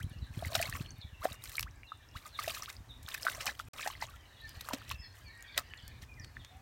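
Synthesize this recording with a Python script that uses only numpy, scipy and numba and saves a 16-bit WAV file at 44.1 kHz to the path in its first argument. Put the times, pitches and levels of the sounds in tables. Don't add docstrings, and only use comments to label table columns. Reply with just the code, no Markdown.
import sys
import numpy as np
from scipy import signal
from scipy.fft import rfft, irfft
from scipy.io import wavfile
from scipy.ndimage import uniform_filter1d
from numba import njit

SR = 44100
rng = np.random.default_rng(int(sys.argv[2]) if len(sys.argv) > 2 else 0)


def persist_wave(psi):
    counts = np.round(np.clip(psi, -1, 1) * 32767).astype(np.int16)
    wavfile.write(sys.argv[1], SR, np.atleast_2d(counts).T)


N = 291501
TIME = np.arange(N) / SR


def undb(db):
    return 10 ** (np.asarray(db) / 20)


def level(x, db):
    return x * undb(db) / np.sqrt(np.mean(x ** 2))


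def band(x, lo_hz, hi_hz, order=2):
    sos = signal.butter(order, [lo_hz, min(hi_hz, .45 * SR)], "band", fs=SR, output="sos")
    return signal.sosfilt(sos, x)


def colour(x, eq):
    hz, db = np.transpose(eq)
    bin_hz = np.arange(N // 2 + 1) * SR / N + 1
    return irfft(rfft(x) * undb(np.interp(np.log(bin_hz), np.log(hz), db)), N)


def wander(rate_hz):
    hold = int(SR / rate_hz)
    steps = np.repeat(rng.standard_normal(N // hold + 1), hold)
    return 1.3 * uniform_filter1d(uniform_filter1d(steps, hold), hold)[:N]


def fader_db(points):
    time_s, db = np.transpose(points)
    return np.interp(TIME, time_s, db, left=-120, right=-120)


def echo(x, t60_s):
    t = TIME[:int(t60_s * SR)]
    tail = rng.standard_normal(SR)[:len(t)] * 1000 ** (-t / t60_s)
    return signal.fftconvolve(x, tail / np.sqrt(np.sum(tail ** 2)))[:N]


@njit
def ring(start_s, hz, peak, rise_s, t60_s, octaves_per_s):
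    out = np.zeros(N)
    for e in range(len(start_s)):
        start, phase = int(start_s[e] * SR), 0.
        for i in range(min(int((rise_s[e] + t60_s[e]) * SR), N - start)):
            t = i / SR - rise_s[e]
            phase += 2 * np.pi * min(hz[e] * 2 ** (octaves_per_s[e] * t), .45 * SR) / SR
            envelope = np.sin(.5 * np.pi * i / SR / rise_s[e]) if t < 0 else 1000 ** (-t / t60_s[e])
            out[start + i] += peak[e] * envelope * np.sin(phase)
    return out


def swarm(count, lo_hz, hi_hz, cycles, spread_db, glide_oct):
    when, pitch, size, length = rng.random((count, 4)).T
    hz = lo_hz * (hi_hz / lo_hz) ** pitch
    t60_s = cycles * (.66 + length) / hz
    peak = undb(-spread_db * np.log(1 - .99 * size))
    return level(ring(when * TIME[-1], hz, peak, .82 / hz, t60_s, glide_oct / t60_s), 0)


# freq_hz, gain_db
FIELD_EQ = [(150, -18), (300, -7), (500, -3), (1000, -0.5), (2500, -9), (4500, -16), (5500, -12),
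            (9000, -17), (16500, -20)]


def field():
    return level(colour(rng.standard_normal(N), FIELD_EQ), -66) * undb(wander(1.775))


# start_s, length_s, from_hz, to_hz, level_db
BIRD_NOTES = [(.312, .25, 4270, 4480, -71), (0.114, 0.082, 2970, 2700, -63), (0.797, .14, 4330, 4310, -65),
              (1.113, 0.11, 2900, 2710, -66), (1.339, 0.039, 2770, 2775, -60),
              (1.826, .064, 2780, 2730, -61), (2.09, 0.048, 2770, 2790, -67),
              (4.182, 0.094, 3220, 2930, -66.5), (4.356, 0.095, 3470, 4320, -65.5),
              (4.415, 0.066, 1880, 1794, -51), (4.463, 0.062, 4070, 5080, -62.5),
              (4.93, 0.057, 2710, 2620, -58.5), (4.976, .072, 5150, 5240, -60),
              (5.008, .046, 2105, 1780, -60), (5.021, 0.05, 4830, 4000, -61),
              (5.24, 0.069, 2430, 2285, -61), (5.251, 0.059, 4700, 4320, -62),
              (5.269, 0.15, 1786, 1928, -61), (5.427, 0.125, 1750, 1595, -66),
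              (5.473, .078, 2596, 2425, -65), (5.772, 0.064, 3480, 2980, -59),
              (6.082, 0.057, 2555, 2427, -57), (6.171, 0.039, 2080, 1830, -53.5),
              (6.208, 0.056, 5430, 4150, -62.5), (6.39, 0.033, 3800, 3250, -60),
              (6.438, 0.06, 3620, 3670, -62.5), (6.496, 0.115, 680, 791, -57)]
# start_s, level_db
CHIRPS = [(.213, -59.5), (1.005, -55), (1.867, -53.5), (2.326, -54), (2.884, -55)]
CHIRP_S, CHIRP_FROM_HZ, CHIRP_TO_HZ = .0388, 4200, 3380
# time_s, level_db
CHATTER_RIDE = [(0, -67), (4, -74.5), (4.4, -62), (5.1, -68.5), (5.5, -59.5), (5.65, -67.5), (5.85, -62.5),
                (6.1, -82), (6.45, -67), (6.61, -71)]


def birds():
    notes = np.zeros(N)
    waver = 1 + .022 * wander(70)
    chirps = [(start_s, CHIRP_S, CHIRP_FROM_HZ, CHIRP_TO_HZ, db) for start_s, db in CHIRPS]
    for start_s, length_s, from_hz, to_hz, db in BIRD_NOTES + chirps:
        start = int(start_s * SR)
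        progress = np.arange(min(int(length_s * SR), N - start)) / (length_s * SR)
        span = slice(start, start + len(progress))
        hz = (to_hz + (from_hz - to_hz) * (1 - progress) ** 1.9) * waver[span]
        envelope = undb(db) * np.sin(np.pi * progress) ** .5
        notes[span] += envelope * np.sin(2 * np.pi * np.cumsum(hz) / SR)
    chatter = swarm(count=700, lo_hz=1600, hi_hz=5000, cycles=130, spread_db=2.5, glide_oct=-.4)
    chatter *= undb(fader_db(CHATTER_RIDE))
    notes *= undb(3.5 * wander(110))
    far = echo(notes + chatter, t60_s=.37) * undb(2 * wander(40))
    return notes + undb(3) * far


# time_s, level_db
WIND_RIDE = [(0, -51), (.8, -46.5), (1, -57), (1.7, -52.5), (2, -57), (3, -57), (4.3, -56.5), (4.6, -53),
             (4.8, -55.5), (5, -55), (5.4, -56.5), (6.1, -53), (6.61, -55.5)]
# start_s, pitch_hz, peak_db
THUMPS = [(.005, 97, -38), (.037, 90, -29), (.06, 104, -35.5), (0.11, 113, -39.5), (.159, 99, -40),
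          (0.219, 77, -30.5), (0.299, 89.5, -37.5), (0.37, 126, -30.5), (.426, 140, -42), (.462, 93, -31),
          (0.572, 105, -37), (0.615, 73.5, -44), (0.686, 112, -36), (0.732, 71.5, -38.5), (0.804, 130, -29),
          (.983, 101, -42), (1.042, 80, -36.5), (1.123, 82, -41), (1.198, 61.6, -44.5), (1.308, 93, -38.5),
          (1.634, 72, -38), (1.686, 64, -42), (2.154, 85, -39), (2.798, 99.4, -43), (3.042, 83, -44.5),
          (4.566, 73, -41.5), (4.934, 71.6, -38), (4.99, 65, -39.5), (5.829, 86.4, -42), (5.875, 77, -45.5),
          (6.021, 93, -43), (6.198, 92, -41.5)]


def wind():
    puffs = undb(3.9 * wander(22)) * rng.standard_normal(N)
    rumble = level(band(puffs, 40, 119.6, order=3), 0) + level(band(puffs, 120, 276), -10.5)
    start_s, hz, db = np.transpose(THUMPS)
    rise_s = .86 / hz
    falling = np.full(len(hz), -1.)
    thumps = ring(start_s, hz, undb(db), rise_s, t60_s=6 / hz, octaves_per_s=25 * falling)
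    edges = ring(start_s + rise_s / 2, 2.25 * hz, undb(db - 11),
                 rise_s=.42 / hz, t60_s=2.8 / hz, octaves_per_s=30 * falling)
    return undb(fader_db(WIND_RIDE)) * rumble + thumps + edges


def drips():
    return undb(-76.5) * swarm(count=70, lo_hz=4500, hi_hz=12000, cycles=28, spread_db=3, glide_oct=.2)


# time_s, level_db
SPLASH_RIDES = [
    [(0, -51), (.048, -77), (.14, -65)],
    [(.299, -80), (.378, -52.5), (.498, -50.5), (.555, -42.5), (.797, -53.5), (.88, -64)],
    [(1.189, -80), (1.246, -46), (1.305, -58.5), (1.345, -57), (1.37, -73)],
    [(1.41, -62), (1.447, -58), (1.59, -55), (1.659, -66.5)],
    [(2.139, -79), (2.165, -54), (2.216, -70), (2.267, -50), (2.317, -72), (2.396, -48.5), (2.488, -46.5),
     (2.704, -54), (2.8, -76.5)],
    [(3.039, -68), (3.079, -51.5), (3.197, -53), (3.277, -46), (3.448, -47.5), (3.471, -40), (3.572, -62),
     (3.601, -47), (3.645, -68.5), (3.685, -63)],
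    [(3.735, -51), (3.865, -43.5), (3.973, -59), (3.993, -63.5), (4.033, -44), (4.063, -59), (4.17, -64.5)],
    [(4.47, -63), (4.563, -61), (4.649, -60), (4.735, -46.5), (4.808, -62.5), (4.876, -62.5),
     (4.913, -48.5), (4.97, -73)],
    [(5.119, -79), (5.152, -64), (5.259, -77)],
    [(5.559, -57), (5.587, -37.5), (5.629, -62)],
    [(5.999, -93), (6.027, -50), (6.049, -71)],
]
# spray_db, gurgle_db
SPLASH_MIX = [(-9, 10.5), (-8, 0.5), (-7.5, 11), (-5.5, -12), (-7, -3.5), (-9.5, -2), (-10.5, -3),
              (-11, 4.5), (-3.5, -8), (-13, -1), (-9.5, -15)]
# freq_hz, gain_db
FIZZ_EQ = [(500, 2.5), (1000, -12), (2000, -4), (4000, 0), (7000, -9), (11000, -46)]
GURGLE_PIVOT_DB, GURGLE_SLOPE = -49, 1.5


def stirring():
    rides_db = np.array([fader_db(splash) for splash in SPLASH_RIDES])
    spray_trim_db, gurgle_trim_db = np.transpose(SPLASH_MIX)[..., None]
    fizz_db = rides_db.max(axis=0)
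    spray_db = (rides_db + spray_trim_db).max(axis=0)
    expanded_db = GURGLE_PIVOT_DB + GURGLE_SLOPE * (rides_db - GURGLE_PIVOT_DB)
    gurgle_db = (expanded_db + gurgle_trim_db).max(axis=0)
    patches = undb(3 * wander(70))
    fizz = swarm(count=5000, lo_hz=1000, hi_hz=8000, cycles=28, spread_db=3.5, glide_oct=.3)
    fizz = undb(fizz_db) * level(colour(fizz + .3 * rng.standard_normal(N), FIZZ_EQ), 0)
    spray = swarm(count=5000, lo_hz=6000, hi_hz=16000, cycles=10, spread_db=4, glide_oct=.1)
    spray += .83 * level(band(rng.standard_normal(N), 4000, 17300), 0)
    gurgle = swarm(count=1300, lo_hz=492, hi_hz=1966, cycles=32, spread_db=3.5, glide_oct=.87)
    gurgle = undb(gurgle_db - 6.5) * band(gurgle, 380, 4000)
    spray *= undb(spray_db + 2.1 * wander(160))
    return patches * (fizz + spray) + gurgle


# peak_s, top_db, body_vs_top_db, t60_ms
SLAPS = [(0.028, -43, -30, 26), (.456, -37, -20, 23), (0.554, -26, 1.5, 31), (0.615, -23.5, -23, 14),
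         (0.6268, -43, 15.5, 21), (.6973, -30, -17, 14), (1.2453, -37.5, -10, 37.5), (1.328, -40, -18, 25),
         (1.4393, -31, -27, 11), (1.457, -41.5, 1, 11), (1.495, -37, -9, 27), (1.519, -41, -1.5, 8),
         (1.5535, -37, -15, 23), (1.5685, -32, -24, 17), (1.5954, -21.5, -1.5, 5.6),
         (1.609, -25.5, -33, 5.4), (1.6286, -34.5, 0, 15), (2.399, -36, 1, 13), (2.4614, -50, -6, 15),
         (2.48, -37, 1, 68), (2.4983, -46, -3, 30), (2.546, -43, 1, 96), (2.633, -39, -2, 33),
         (2.701, -44, 9, 5.6), (2.7274, -43, -27, 20), (3.029, -47, -31, 38), (3.0873, -37, 0, 21),
         (3.1283, -49, -22, 13), (3.143, -29.5, -5, 30), (3.2133, -43, -19, 18), (3.2248, -35, -17, 11),
         (3.2516, -34.5, -7, 29), (3.2985, -34, 1, 20), (3.41, -46.5, 8, 79), (3.4577, -30, -26, 11),
         (3.466, -42.5, 11.5, 84), (3.5937, -41, 2, 21), (3.736, -51.5, 5, 30), (3.8754, -36.5, 5, 29),
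         (4.0375, -47, 3.5, 42.5), (4.4933, -37, -16, 5), (4.61, -35, -2.5, 16), (4.688, -35.5, -13, 32),
         (4.7336, -35.5, 4.5, 36), (4.8939, -36, -11, 6.9), (4.913, -37.5, 0.5, 27), (5.426, -44, -9, 5.8),
         (5.5784, -17.5, 0, 4.6), (5.579, -28.5, 4, 14.6), (5.594, -34, -8, 22), (5.8796, -41, -12, 12),
         (6.021, -59, 7, 6.5), (6.2463, -56, 12, 11), (6.4486, -57.5, 9.5, 12)]
SLAP_RISE_MS = .98


def slaps():
    top, body = np.zeros(N), np.zeros(N)
    lead = SR // 50
    t_ms = 1000 * np.arange(-lead, SR // 10) / SR
    for peak_s, top_db, body_vs_top_db, t60_ms in SLAPS:
        envelope_db = np.where(t_ms < 0, 10 * t_ms / SLAP_RISE_MS, -60 * t_ms / t60_ms)
        start = int(peak_s * SR) - lead
        span = slice(start, start + len(t_ms))
        top[span] += undb(top_db + envelope_db)
        body[span] += undb(top_db + body_vs_top_db + envelope_db)
    droplets = rng.laplace(size=N) * rng.standard_normal(N) / np.sqrt(2)
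    return undb(-1.5) * band(top * droplets, 4150, 14400) + undb(6.5) * band(body * droplets, 1260, 6400)


# start_s, pitch_at_peak_hz, peak_db, swell_ms
GULPS = [(0, 1570, -42.5, 6.7), (1.214, 1080, -44, 5.9), (1.226, 1300, -39, 4.2), (1.657, 1594, -46.5, 19),
         (2.145, 1430, -43, 18), (2.673, 1506, -43.5, 14.6)]


def gulps():
    start_s, hz, db, swell_ms = np.transpose(GULPS)
    each = np.ones(len(hz))
    return ring(start_s, hz, undb(db), swell_ms / 1000, t60_s=.063 * each, octaves_per_s=48.5 * each)


# start_s, pitch_hz, peak_db, t60_ms
BUBBLES = [(.031, 3180, -40.5, 21), (0.424, 675, -30, 26), (0.4487, 2050, -29.5, 14), (0.532, 3880, -29, 3),
           (0.5514, 3700, -15, 5.5), (.5517, 658, -28.5, 59), (0.593, 1900, -31, 25), (.5991, 664, -27, 51),
           (0.614, 1660, -32, 20), (0.6264, 2410, -19.5, 8.2), (.654, 2170, -32.5, 37),
           (0.657, 4240, -32, 12), (.69, 1130, -39, 16), (.726, 1800, -28.5, 14), (0.7508, 1096, -36.5, 35),
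           (.861, 3130, -38, 11), (0.9066, 6150, -37, 10), (1.0152, 4130, -38, 9.1),
           (1.248, 278, -38.5, 15), (1.2537, 656, -16.5, 13), (1.253, 1530, -23.5, 6.3),
           (1.321, 3760, -35.5, 17), (1.555, 4100, -28.5, 2.8), (1.5817, 2240, -20, 16),
           (1.6308, 3000, -24.5, 1.8), (1.833, 2280, -38, 8.1), (1.9189, 1250, -31, 19),
           (2.255, 1210, -43.5, 81), (2.39, 1203, -27, 31), (2.3885, 2130, -32.5, 30),
           (2.391, 4280, -33, 14), (2.4764, 644, -26.5, 26), (2.4799, 2600, -27.5, 14),
           (2.497, 3460, -27.5, 6.2), (2.5094, 4680, -32, 15), (2.571, 1240, -37.5, 20),
           (2.623, 5670, -28, 5.7), (2.6237, 1216, -38, 27), (2.659, 3450, -28.5, 1.6),
           (2.7004, 2060, -36, 13), (2.7667, 4760, -39, 6.6), (3.0632, 3520, -37, 11),
           (3.082, 1484, -34.5, 9.4), (3.1202, 3500, -34, 15), (3.145, 2470, -29, 14),
           (3.148, 1710, -27, 10), (3.231, 5050, -26.5, 6.3), (3.2511, 657, -33.5, 24),
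           (3.2673, 1444, -15, 13), (3.2732, 1460, -26, 5.8), (3.283, 1490, -19.5, 14),
           (3.349, 5700, -34.5, 7.7), (3.4068, 2800, -27.5, 5), (3.4678, 1080, -26.5, 5.6),
           (3.4776, 2380, -23, 9), (3.4826, 805, -33.5, 40), (3.491, 1710, -28.5, 23),
           (3.594, 3370, -37.5, 15), (3.5982, 1360, -27, 17), (3.794, 1270, -32.5, 10),
           (3.8289, 2290, -31, 21), (3.8607, 713, -29, 17), (3.8638, 1840, -32, 25),
           (3.8732, 813, -25.5, 30), (3.9012, 1050, -34.5, 16), (3.952, 2000, -39, 15),
           (4.0209, 2000, -31.5, 36), (4.023, 4070, -35.5, 17), (4.0239, 900, -25.5, 15),
           (4.0338, 2130, -33, 4.3), (4.139, 1350, -48, 65), (4.609, 3880, -33, 14),
           (4.6873, 1300, -24.5, 1.7), (4.7097, 950, -30, 35), (4.7337, 600, -31, 7.3),
           (4.7348, 263, -30, 36), (4.817, 1370, -41, 13), (4.9023, 3320, -26.5, 2.4),
           (4.9118, 1075, -31, 24), (5.4245, 6800, -41.5, 10), (5.546, 3440, -38.5, 17),
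           (5.578, 1870, -30, 33), (5.5778, 3640, -21, 17), (5.7367, 2400, -28, 0.8),
           (5.777, 4220, -44, 11), (6.198, 5700, -42.5, 17), (6.368, 1770, -32.5, 10)]
BUBBLE_RISE_CYCLES, BUBBLE_GLIDE_OCT = 1.5, .18


def bubbles():
    start_s, hz, db, t60_ms = np.transpose(BUBBLES)
    t60_s = np.maximum(t60_ms, 1) / 1000
    return ring(start_s, hz, undb(db), BUBBLE_RISE_CYCLES / hz, t60_s, BUBBLE_GLIDE_OCT / t60_s)


def scene():
    water = drips() + bubbles() + gulps() + slaps() + stirring()
    water += undb(-11) * echo(water, t60_s=.06)
    return (water + wind() + birds() + field())[None]


DIP_HZ, DIP_WIDTH_HZ, DIP_DB = 10300, 850, -4.5
DROPOUT_FROM_S, DROPOUT_TO_S = 3.6856, 3.7332
HIGH_CUT_HZ = 16100


def record(dry):
    dip_band = band(dry, DIP_HZ - DIP_WIDTH_HZ / 2, DIP_HZ + DIP_WIDTH_HZ / 2, order=1)
    dipped = dry - (1 - undb(DIP_DB)) * dip_band
    gate = (TIME < DROPOUT_FROM_S) | (TIME > DROPOUT_TO_S)
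    high_cut = signal.ellip(10, .2, 70, HIGH_CUT_HZ, fs=SR, output="sos")
    return signal.sosfilt(high_cut, dipped * gate)


dry = scene()
out = record(dry)
persist_wave(out)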